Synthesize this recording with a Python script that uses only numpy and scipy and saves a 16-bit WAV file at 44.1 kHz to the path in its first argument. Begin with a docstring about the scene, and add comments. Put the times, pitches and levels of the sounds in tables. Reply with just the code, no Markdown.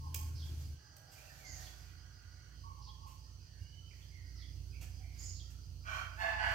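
"""A peacock flaps off a branch in a walled farm pen: twigs snap, feathers and dry leaves rustle. Two engines
drone far off; the nearer one soon stops short, then a far cock crows. Small birds chirp and whistle, fowl
cluck and insects shrill. At the end a peafowl gives a loud, hoarse call in two syllables.
Voices are pulses and breath through throat resonances, birds are trembling tones, engines are sines, and
snaps, rustle and air are filtered noise; the pen adds its echo to the nearby sounds."""
import sys
import numpy as np
from scipy import signal
from scipy.fft import rfft, irfft, next_fast_len
from scipy.io import wavfile

SR = 44100
rng = np.random.default_rng(int(sys.argv[2]) if len(sys.argv) > 2 else 0)


def unload_audio(sound):
    """Save the sound as a 16-bit wav file, at the path given as the first command line argument."""
    columns = np.transpose(np.atleast_2d(sound))
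    # keep every value between -1 and 1, then stretch to whole-number steps
    steps = np.round(np.clip(columns, -1, 1) * 32767)
    wavfile.write(sys.argv[1], SR, steps.astype(np.int16))


N = 288414
TIME = np.arange(N) / SR  # seconds

# peafowl's throat in the short syllable, the long one and its hoarse end: [resonance_hz, width_hz, level_db]
THROAT_SHORT = [(638, 64, -7.5), (910, 55, -18.5), (1133, 114, -8), (1450, 265, -2.5), (1880, 110, -16),
                (2364, 150, -6.5), (2720, 340, -16.5), (3150, 160, -12.5), (4200, 230, -19),
                (5870, 1800, -25.5)]
THROAT_LONG = [(669, 30, 2), (800, 180, -7.5), (1070, 320, -7), (1470, 110, -16), (1655, 250, -0.5),
               (2064, 310, -4), (2767, 276, -6.5), (3640, 170, -19), (4560, 310, -16.5),
               (5800, 4400, -32.5)]
THROAT_HOARSE = [(681, 43, 4), (860, 160, -9), (1080, 250, -13), (1524, 270, -5), (1650, 210, -4),
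                 (1980, 120, -5.5), (2200, 170, -10), (2850, 350, -7), (4600, 420, -17.5),
                 (6200, 5100, -35.5)]
# the farther engine's course of loudness, shared by its tones and its roar: [time_s, level_db]
FAR_LEVEL = [(0.85, -73), (1.48, -58.5), (1.51, -51.5), (2.47, -58.5), (2.64, -51), (3.45, -56),
             (3.48, -67), (3.63, -46.5), (3.68, -58), (4.63, -46), (6.26, -50.5), (6.5, -44)]
# sound from the birds' side of the pen reaches the second microphone port this much later
PORT_LAG_S = 0.00036


def amp(db):
    """Decibels to gain."""
    return 10 ** (np.asarray(db) / 20)


def unit(x):
    """Scales to rms 1."""
    return x / np.sqrt(np.mean(x ** 2) + 1e-20)


def read(points, hz):
    """Reads a spectrum on a log-frequency axis."""
    f, value = np.transpose(points)
    return np.interp(np.log(hz + 1), np.log(f + 1), value)


def track(rows):
    """Each column of a curve, sample by sample."""
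    s, *columns = np.transpose(rows)
    return [np.interp(TIME, s, c) for c in columns]


def gate(start, end, fade=0.02):
    """One between two times, with soft edges."""
    return np.sqrt(np.clip(np.minimum(TIME - start, end - TIME) / fade, 0, 1))


def add(mix, s, sound):
    """Mixes a sound in at a time in seconds."""
    part = mix[max(round(s * SR), 0):][:len(sound)]
    part += sound[:len(part)]


def colour(x, gain):
    """Filters by a gain given as a function of frequency, then scales to rms 1."""
    size = next_fast_len(len(x))
    spectrum = rfft(x, size) * gain(np.fft.rfftfreq(size, 1 / SR))
    return unit(irfft(spectrum, size)[:len(x)])


def noise(points):
    """Noise of rms 1 with a given spectrum."""
    return colour(rng.standard_normal(N), lambda f: amp(read(points, f)))


def wander(rate, size=N):
    """Random drift of rms 1, mostly slower than a rate in Hz."""
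    return colour(rng.standard_normal(size), lambda f: (f > 0) / (1 + (f / rate) ** 4))


def resonances(x, modes):
    """Steep resonances side by side, scaled to rms 1."""
    def gain(f):
        return sum(amp(db) / (1 + ((f - hz) / (width * 0.5)) ** 2) for hz, width, db in modes)
    return colour(x, gain)


def lean(x, right_db):
    """Louder in the right ear by this much."""
    sides = amp([[-right_db / 2], [right_db / 2]])
    return x * sides / sides.mean()


def place(x, wet_db, right_db, lag_s=0):
    """A source in the pen: direct sound, scattered echoes for each ear, and a lean to the right."""
    # the pen's echo, dying faster in the treble: [frequency_hz, t60_s]
    pen = [(200, 0.71), (800, 0.84), (2500, 0.61), (6000, 0.6), (14000, 0.43)]
    reflections = rng.standard_normal((2, SR)) * (rng.random((2, SR)) < 0.06)
    hz, t, z = signal.stft(reflections, SR, nperseg=256)
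    decay = amp(-60 * t / read(pen, hz)[:, None])
    onset = 1 - np.exp(-t / 0.0019)
    tail = signal.istft(z * decay * onset, SR, nperseg=256)[1]
    tail /= np.linalg.norm(tail, axis=1, keepdims=True)
    echo = signal.fftconvolve(x[None], tail, axes=1)[:, :N]
    direct = np.array([x, np.pad(x, (round(lag_s * SR), 0))[:N]])
    return lean((direct + amp(wet_db) * echo) / np.hypot(1, amp(wet_db)), right_db)


def syrinx(hz, jitter, flutter_hz, flutter):
    """Jittered pulses, shaken by a second membrane, and a puff of air in every cycle."""
    turns = np.cumsum(hz * (1 + jitter * wander(120))) / SR
    pulses = sum(np.cos(2 * np.pi * k * turns) for k in range(1, 10))
    shake_hz = flutter_hz * (1 + 0.1226 * wander(46.2))
    shake = 1 + flutter * np.cos(2 * np.pi * np.cumsum(shake_hz) / SR)
    puffs = (1.3 + np.exp(-(turns % 1) / 0.18)) * rng.standard_normal(N)
    return unit(pulses * shake), unit(puffs * shake)


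def voice(source, throat, window, rough):
    """The clear and the hoarse part of one syllable pass the same throat."""
    loudness = np.sqrt(np.mean(window ** 2))
    clear, hoarse = (resonances(part * window, throat) * loudness for part in source)
    rough = np.clip(rough, 0, 1)
    return np.sqrt(1 - rough) * clear + np.sqrt(rough) * hoarse


def notes(rows, waver_db):
    """Each note is one gliding tone with a faint octave, spread into a buzz by fast random trembling."""
    # rows: start_s, length_s, first_hz, middle_hz, last_hz, level_db, spread_hz (twice the rms tremble)
    out = np.zeros(N)
    for s, length, first, middle, last, db, spread in rows:
        u = np.linspace(0, 1, int(length * SR))
        glide = np.polyval(np.polyfit([0, 0.5, 1], [first, middle, last], 2), u)
        tremble = spread / 2 * wander(spread / 2 + 30, size=len(u))
        angle = 2 * np.pi * np.cumsum(glide + tremble) / SR
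        swell = amp(waver_db * wander(45, size=len(u))) * signal.windows.tukey(len(u), 0.4)
        tone = np.sin(angle) + amp(-38) * np.sin(2 * angle)
        add(out, s, amp(db) * unit(tone * swell))
    return out


def peafowl():
    """The loud call: the throat changes shape with each syllable, and the pitch shakes more where it is hoarse."""
    # parts of the call: [start_s, length_s, level_db, pitch_hz, roughness_0_to_1, fade_db_per_s, throat]
    syllables = [(5.828, .24, -40.5, 756, 0.74, 12, THROAT_SHORT),
                 (6.159, .27, -32.5, 885, 0.3, 43, THROAT_LONG),
                 (6.35, .27, -34, 863.2, 0.6, 8.5, THROAT_HOARSE)]
    attack_s, release_s = 0.056, 0.098
    scoop_share, scoop_s, sag_hz_per_s = 0.1, 0.02, 90  # pitch scoops up to the note, then sags
    jitter_at_full_roughness = 0.06  # share of the pitch
    call = np.zeros(N)
    for start, length, db, pitch, rough, fade, throat in syllables:
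        t = np.clip(TIME - start, 0, length)
        hz = pitch * (1 - scoop_share * np.exp(-t / scoop_s)) - sag_hz_per_s * t
        swell = np.clip(np.minimum((t / attack_s) ** 2, (length - t) / release_s), 0, 1)
        source = syrinx(hz, jitter=rough * jitter_at_full_roughness, flutter_hz=190.2, flutter=0.48)
        # half of the swell acts before the throat, half after it
        syllable = voice(source, throat, np.sqrt(swell), rough) * np.sqrt(swell)
        call += syllable * amp(db - fade * t)
    return place(call, wet_db=3.5, right_db=8.0, lag_s=PORT_LAG_S)


def snaps():
    """Twigs, claws and quills crack: short bursts of noise in the pen; the longer ones also start more softly."""
    # cracks: [start_s, level_db, decay_s, brightness_db_per_octave]
    cracks = [(0.1426, -41.5, 0.00082, -1.5), (.1452, -29, 0.00076, 4.5), (.1484, -35.5, 0.00064, 0.5),
              (.157, -45.5, 0.0043, 5), (0.965, -53.5, 0.0022, 5), (1.115, -59, 0.015, 2.5),
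              (3.06, -64, 0.031, 0.5), (4.808, -53, 0.014, -0.5), (5.495, -65, 0.015, 1)]
    # colour of a crack before its brightness tilt: [frequency_hz, level_db]
    crack_colour = [(200, -7), (1000, -9.5), (1800, -11), (2800, 1), (3800, -12), (5000, -5), (7400, -5),
                    (11000, -14.5), (13000, -6.5), (16000, -17.5)]
    out, t = np.zeros(N), np.arange(8192) / SR
    for s, db, decay, tilt in cracks:
        def gain(f):
            return amp(read(crack_colour, f) + tilt * np.log2((f + 200) / 6000))
        burst = colour(rng.standard_normal(len(t)), gain)
        add(out, s, amp(db) * burst * t / decay * np.exp(1 - t / decay))
    return place(out, wet_db=0.0, right_db=7.0)


def rustle():
    """Feathers brushing and leaves crackling: a hiss with sparse grains in it, stroke by stroke."""
    # strokes of wings and feet through feathers and leaves: [peak_s, length_s, level_db]
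    stroke_rows = [(0.467, 0.25, -61), (.61, 0.12, -60.5), (1.172, 0.085, -63), (1.353, 0.75, -61.5),
                   (1.607, 0.22, -58), (1.776, 0.34, -65), (3.995, .2, -70), (5.206, 0.21, -60),
                   (5.94, 0.26, -59), (6.22, 0.26, -62), (6.506, 0.23, -58)]
    # colour of feathers and leaves: [frequency_hz, level_db]
    leaf_colour = [(100, -4), (400, -2.5), (1500, -0.5), (3700, -1), (5000, 2), (7000, 0.5), (10500, -8.5),
                   (13000, -0.5), (16000, -7.5)]
    rise = 0.48  # share of a stroke spent swelling
    stir_db = -87  # faint stir of leaves under the strokes
    hits = rng.random(N) < 500 / SR  # about 500 grains a second
    grain_db = 2.4 * np.minimum(rng.exponential(1, N), 4)
    grains = hits * rng.standard_normal(N) * amp(grain_db)
    hiss = amp(1.0) * rng.standard_normal(N)
    brush = colour(unit(grains) + hiss, lambda f: amp(read(leaf_colour, f)))
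    strokes = sum(amp(db) * np.interp(TIME - s, [-rise * length, 0, (1 - rise) * length], [0, 1, 0])
                  for s, length, db in stroke_rows)
    return place(brush * (strokes + amp(stir_db)), wet_db=12.5, right_db=5.0)


def wings():
    """Wing strokes push air: each is a soft, low puff of noise."""
    # strokes: [start_s, length_s, level_db]
    wingbeats = [(0.469, 0.11, -59), (1.443, 0.14, -72)]
    # colour of the pushed air: [frequency_hz, level_db]
    wing_colour = [(60, -6), (150, -14), (300, 10), (500, -16), (1500, -18), (6000, -35)]
    push = np.zeros(N)
    for s, length, db in wingbeats:
        add(push, s, amp(db) * np.hanning(int(length * SR)))
    return place(push * noise(wing_colour), wet_db=-6.5, right_db=4)


def tsits():
    """A nearer small bird repeats the same short call: a falling rasp and then a chip."""
    # rasp and chip: [start_s, length_s, first_hz, middle_hz, last_hz, relative_level_db, spread_hz]
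    tsit = [(0, .1, 5280, 4820, 4348, -3, 1080), (.075, .028, 3614, 3267, 3580, -2, 220)]
    # each time it is given: [start_s, level_db]
    calls = [(0.343, -56), (1.585, -58.5), (2.81, -59), (4.345, -59), (5.319, -57)]
    out = np.zeros(N)
    for s, db in calls:
        add(out, s, amp(db) * notes(tsit, waver_db=1))
    return place(out, wet_db=1, right_db=5.5)


def chirps():
    """Long buzzy chirps: each arches in pitch and has a second, lower voice."""
    # chirps: [start_s, length_s, peak_pitch_hz, level_db]
    chirp_rows = [(1.426, 0.14, 6520, -55.5), (5.171, 0.15, 6865, -52.5)]
    arch, buzz = 0.055, 0.104  # shares of the pitch
    low_ratio, low_db = 0.755, -5.5  # the lower voice against the upper
    rows = [(s, length, hz * (1 - arch), hz, hz * (1 - arch), level, hz * buzz)
            for s, length, pitch, db in chirp_rows
            for hz, level in [(pitch, db), (pitch * low_ratio, db + low_db)]]
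    return place(notes(rows, waver_db=2), wet_db=5.5, right_db=7.5)


def clucks():
    """Low, wavering clucks of the other fowl: a tone and its undertone, drooping at the end."""
    # clucks: [start_s, length_s, pitch_hz, level_db]
    cluck_rows = [(0, 0.095, 1085, -59), (.13, 0.12, 1073, -61.5), (2.627, .11, 1121, -58),
                  (2.768, 0.062, 1037, -64.5), (2.865, 0.0546, 1060, -60), (2.997, 0.11, 1093, -60.5)]
    droop, spread_hz = 0.05, 40  # droop as a share of the pitch
    low_ratio, low_db = 0.82, -6  # the undertone against the tone
    rows = [(s, length, hz, hz, hz * (1 - droop), level, spread_hz)
            for s, length, pitch, db in cluck_rows
            for hz, level in [(pitch, db), (pitch * low_ratio, db + low_db)]]
    return place(notes(rows, waver_db=4), wet_db=-3.5, right_db=7.5, lag_s=PORT_LAG_S)


def whistles():
    """A bird in the trees: each whistle glides quickly at first, then settles towards its last pitch."""
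    # whistles: [start_s, length_s, first_hz, last_hz, level_db, spread_hz]
    whistle_rows = [(1.139, .19, 2460, 2600, -68, 174), (1.291, .046, 1995, 1730, -64, 60),
                    (1.38, 0.28, 2450, 1877, -63, 45), (3.559, 0.4, 2745, 3007, -71, 66),
                    (3.893, 0.058, 3350, 2084, -67, 384), (3.997, 0.044, 2040, 3190, -67.5, 380),
                    (4.097, 0.2, 2350, 1935, -68.5, 137), (4.379, 0.077, 1970, 2130, -67, 221),
                    (4.705, 0.15, 2510, 2310, -67.5, 245), (4.957, .12, 821, 720, -74.5, 50.3),
                    (4.98, 0.31, 2235, 2190, -71, 260)]
    settle = 0.9  # share of the glide made by half time
    rows = [(s, length, first, first + settle * (last - first), last, db, spread)
            for s, length, first, last, db, spread in whistle_rows]
    return place(notes(rows, waver_db=4), wet_db=0, right_db=13.0, lag_s=PORT_LAG_S)


def birds():
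    """Tsits, chirps, clucks and whistles, each from its own place."""
    return tsits() + chirps() + clucks() + whistles()


def cock():
    """A far cock's long, hoarse crow sinks and fades, more echo than direct, with chest only in its middle."""
    # throat, chest resonance first: [resonance_hz, width_hz, level_db]
    crow_throat = [(654, 210, 5.5), (1490, 750, -14.5), (1940, 41, -13)]
    start_s, end_s = 0.778, 2.56
    chest_start_s, chest_end_s = 0.903, 1.68
    start_hz, rest_hz, sink_s = 852, 724, 0.5
    level_db, fade_db_per_s = -66, 0.5
    t = np.maximum(TIME - start_s, 0)
    hz = rest_hz + (start_hz - rest_hz) * np.exp(-t / sink_s)
    source = syrinx(hz, jitter=0.025, flutter_hz=110.5, flutter=0.084)
    upper = voice(source, crow_throat[1:], gate(start_s, end_s), rough=0.58)
    chest = voice(source, crow_throat[:1], gate(chest_start_s, chest_end_s), rough=0.53)
    crow = (amp(-4.5) * upper + amp(-4) * chest) * amp(level_db - fade_db_per_s * t)
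    return place(crow, wet_db=4, right_db=8.5)


def far_birds(count=130):
    """Faint random twitter from trees far to the right: short, mostly falling notes."""
    when, pitch, length, bend, fall, loud = rng.random((count, 6)).T
    start_s, length_s = when * TIME[-1], 0.04 + 0.12 * length
    hz = 1300 * 2.5 ** pitch
    middle_hz, last_hz = hz * (0.92 + 0.14 * bend), hz * (0.82 + 0.248 * fall)
    level_db = -85 + 6 * loud
    rows = np.transpose([start_s, length_s, hz, middle_hz, last_hz, level_db, 0.065 * hz])
    return place(notes(rows, waver_db=1.5), wet_db=9.5, right_db=29.5)


def near_running():
    """Firing rate and level of the nearer engine: it slows ever faster, then dies."""
    start_hz, sag_hz = 80.8, 5.4
    level_db, stop_s, die_db_per_s = -45, 0.737, 338
    hz = start_hz - sag_hz * np.minimum(TIME / stop_s, 1) ** 2
    return hz, level_db - die_db_per_s * np.clip(TIME - stop_s, 0, 1)


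def near_engine():
    """Low exhaust tones at multiples of the firing rate, unsteady in level, until the engine stops short."""
    # exhaust orders: [multiple_of_firing_rate, relative_level_db]
    orders = [(.5, -18), (1, 2), (1.5, -37), (1.65, -16.5)]
    hz, db = near_running()
    angle = 2 * np.pi * np.cumsum(hz) / SR
    tones = sum(amp(level) * np.sin(k * angle) for k, level in orders)
    return lean(tones * amp(db + 1.5 * wander(23)), right_db=0.0)


def far_engine():
    """A firing tone and a beat at 1.5 times its rate; the beat throbs slowly and strongly."""
    # speed: [time_s, firing_rate_hz]
    speed = [(1.3, 58.5), (2.83, 59.5), (3.13, 60.5), (3.74, 61), (3.8, 60.5), (4.79, 59.5), (6.4, 58.5)]
    throb_period_s, throb_peak_s = 0.38, 1.55
    # level against the engine's curve, and depth of the throb
    firing_db, firing_throb_db = -2.5, -0.5
    beat_db, beat_throb_db = -5, 3
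    angle = 2 * np.pi * np.cumsum(track(speed)[0]) / SR
    throb = np.cos(2 * np.pi * (TIME - throb_peak_s) / throb_period_s)
    firing = amp(firing_db + firing_throb_db * throb) * np.sin(angle)
    beat = amp(beat_db + beat_throb_db * throb) * np.sin(1.5 * angle + 0.5 * wander(2.0))
    return lean(amp(track(FAR_LEVEL)[0]) * (firing + beat), right_db=9)


def roar():
    """Strength of the low wash: a steady part plus what each engine adds."""
    steady = amp(-63)
    near = amp(near_running()[1] - 7)
    far = amp(track(FAR_LEVEL)[0] - 9.5)
    return np.sqrt(steady ** 2 + near ** 2 + far ** 2)


def machine_hum():
    """Hum at fixed pitches, wavering in level and phase; it swells and fades with the engines' roar."""
    # tones before they follow the roar: [frequency_hz, level_db]
    hum_tones = [(113, -68), (134, -67.5), (157, -71.5)]
    follow = 0.71  # share, in decibels, of the roar's rise and fall
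    hum = sum(amp(level + 2.1 * wander(5.2)) * np.sin(2 * np.pi * f * TIME + 0.83 * wander(0.74))
              for f, level in hum_tones)
    return lean(hum * unit(roar()) ** follow, right_db=7)


def engines():
    """Only low tones carry this far; the root of two makes a sine's level its rms."""
    return np.sqrt(2) * (near_engine() + far_engine() + machine_hum())


def insects():
    """A steady shrill of many insects, and one cricket chirping at an uneven pace: narrow bands of noise."""
    # shrill bands: [frequency_hz, width_hz, level_db]
    shrill_bands = [(4504, 620, -71), (5945, 820, -70.5), (3030, 630, -78)]
    # the cricket: frequency_hz, width_hz, level_db
    cricket_band = (4900, 190, -72)
    steady = np.array([sum(resonances(rng.standard_normal(N), [(hz, width, 0)]) * amp(db + 0.88 * wander(6.9))
                           for hz, width, db in shrill_bands) for ear in range(2)])
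    hz, width, db = cricket_band
    pulse = 0.5 + 0.5 * np.cos(2 * np.pi * 4.6 * TIME + wander(1.5))  # about 4.6 chirps a second
    cricket = resonances(rng.standard_normal(N), [(hz, width, 0)]) * unit(pulse) * amp(db)
    return lean(steady, right_db=5) + place(cricket, wet_db=-6, right_db=5)


def outdoors():
    """Traffic wash, mostly alike in both ears, that rises and falls with the engines, and soft air."""
    # colour of the traffic wash: [frequency_hz, level_db]
    traffic_colour = [(15, -48), (30, -1.5), (45, 10), (90, 18.5), (130, 12), (190, -4.5), (290, -1.5),
                      (450, -14), (900, -34), (2500, -27)]
    # colour of the air: [frequency_hz, level_db]
    air_colour = [(30, -8), (500, 9), (1000, 4), (2000, -7), (3000, 2.5), (3700, -15.5), (4400, -3),
                  (6000, -5), (8000, 0), (11000, -17), (16000, -3)]
    shared = noise(traffic_colour)
    wash = np.array([shared + amp(-11.5) * noise(traffic_colour) for ear in range(2)])
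    air = np.array([noise(air_colour) for ear in range(2)]) * amp(-73)
    return lean(wash * roar(), right_db=6.0) + lean(air, right_db=3.5)


def scene():
    """Everything in and around the pen."""
    pen = peafowl() + snaps() + rustle() + wings() + birds()
    distance = cock() + far_birds() + engines() + insects() + outdoors()
    return pen + distance


def record(dry):
    """The recorder's band limit: a steep low-pass filter."""
    edge_hz = 15850
    low_pass = signal.firwin(511, edge_hz, window=("kaiser", 9), fs=SR)
    return signal.oaconvolve(dry, low_pass[None], "same")


dry = scene()
out = record(dry)
unload_audio(out)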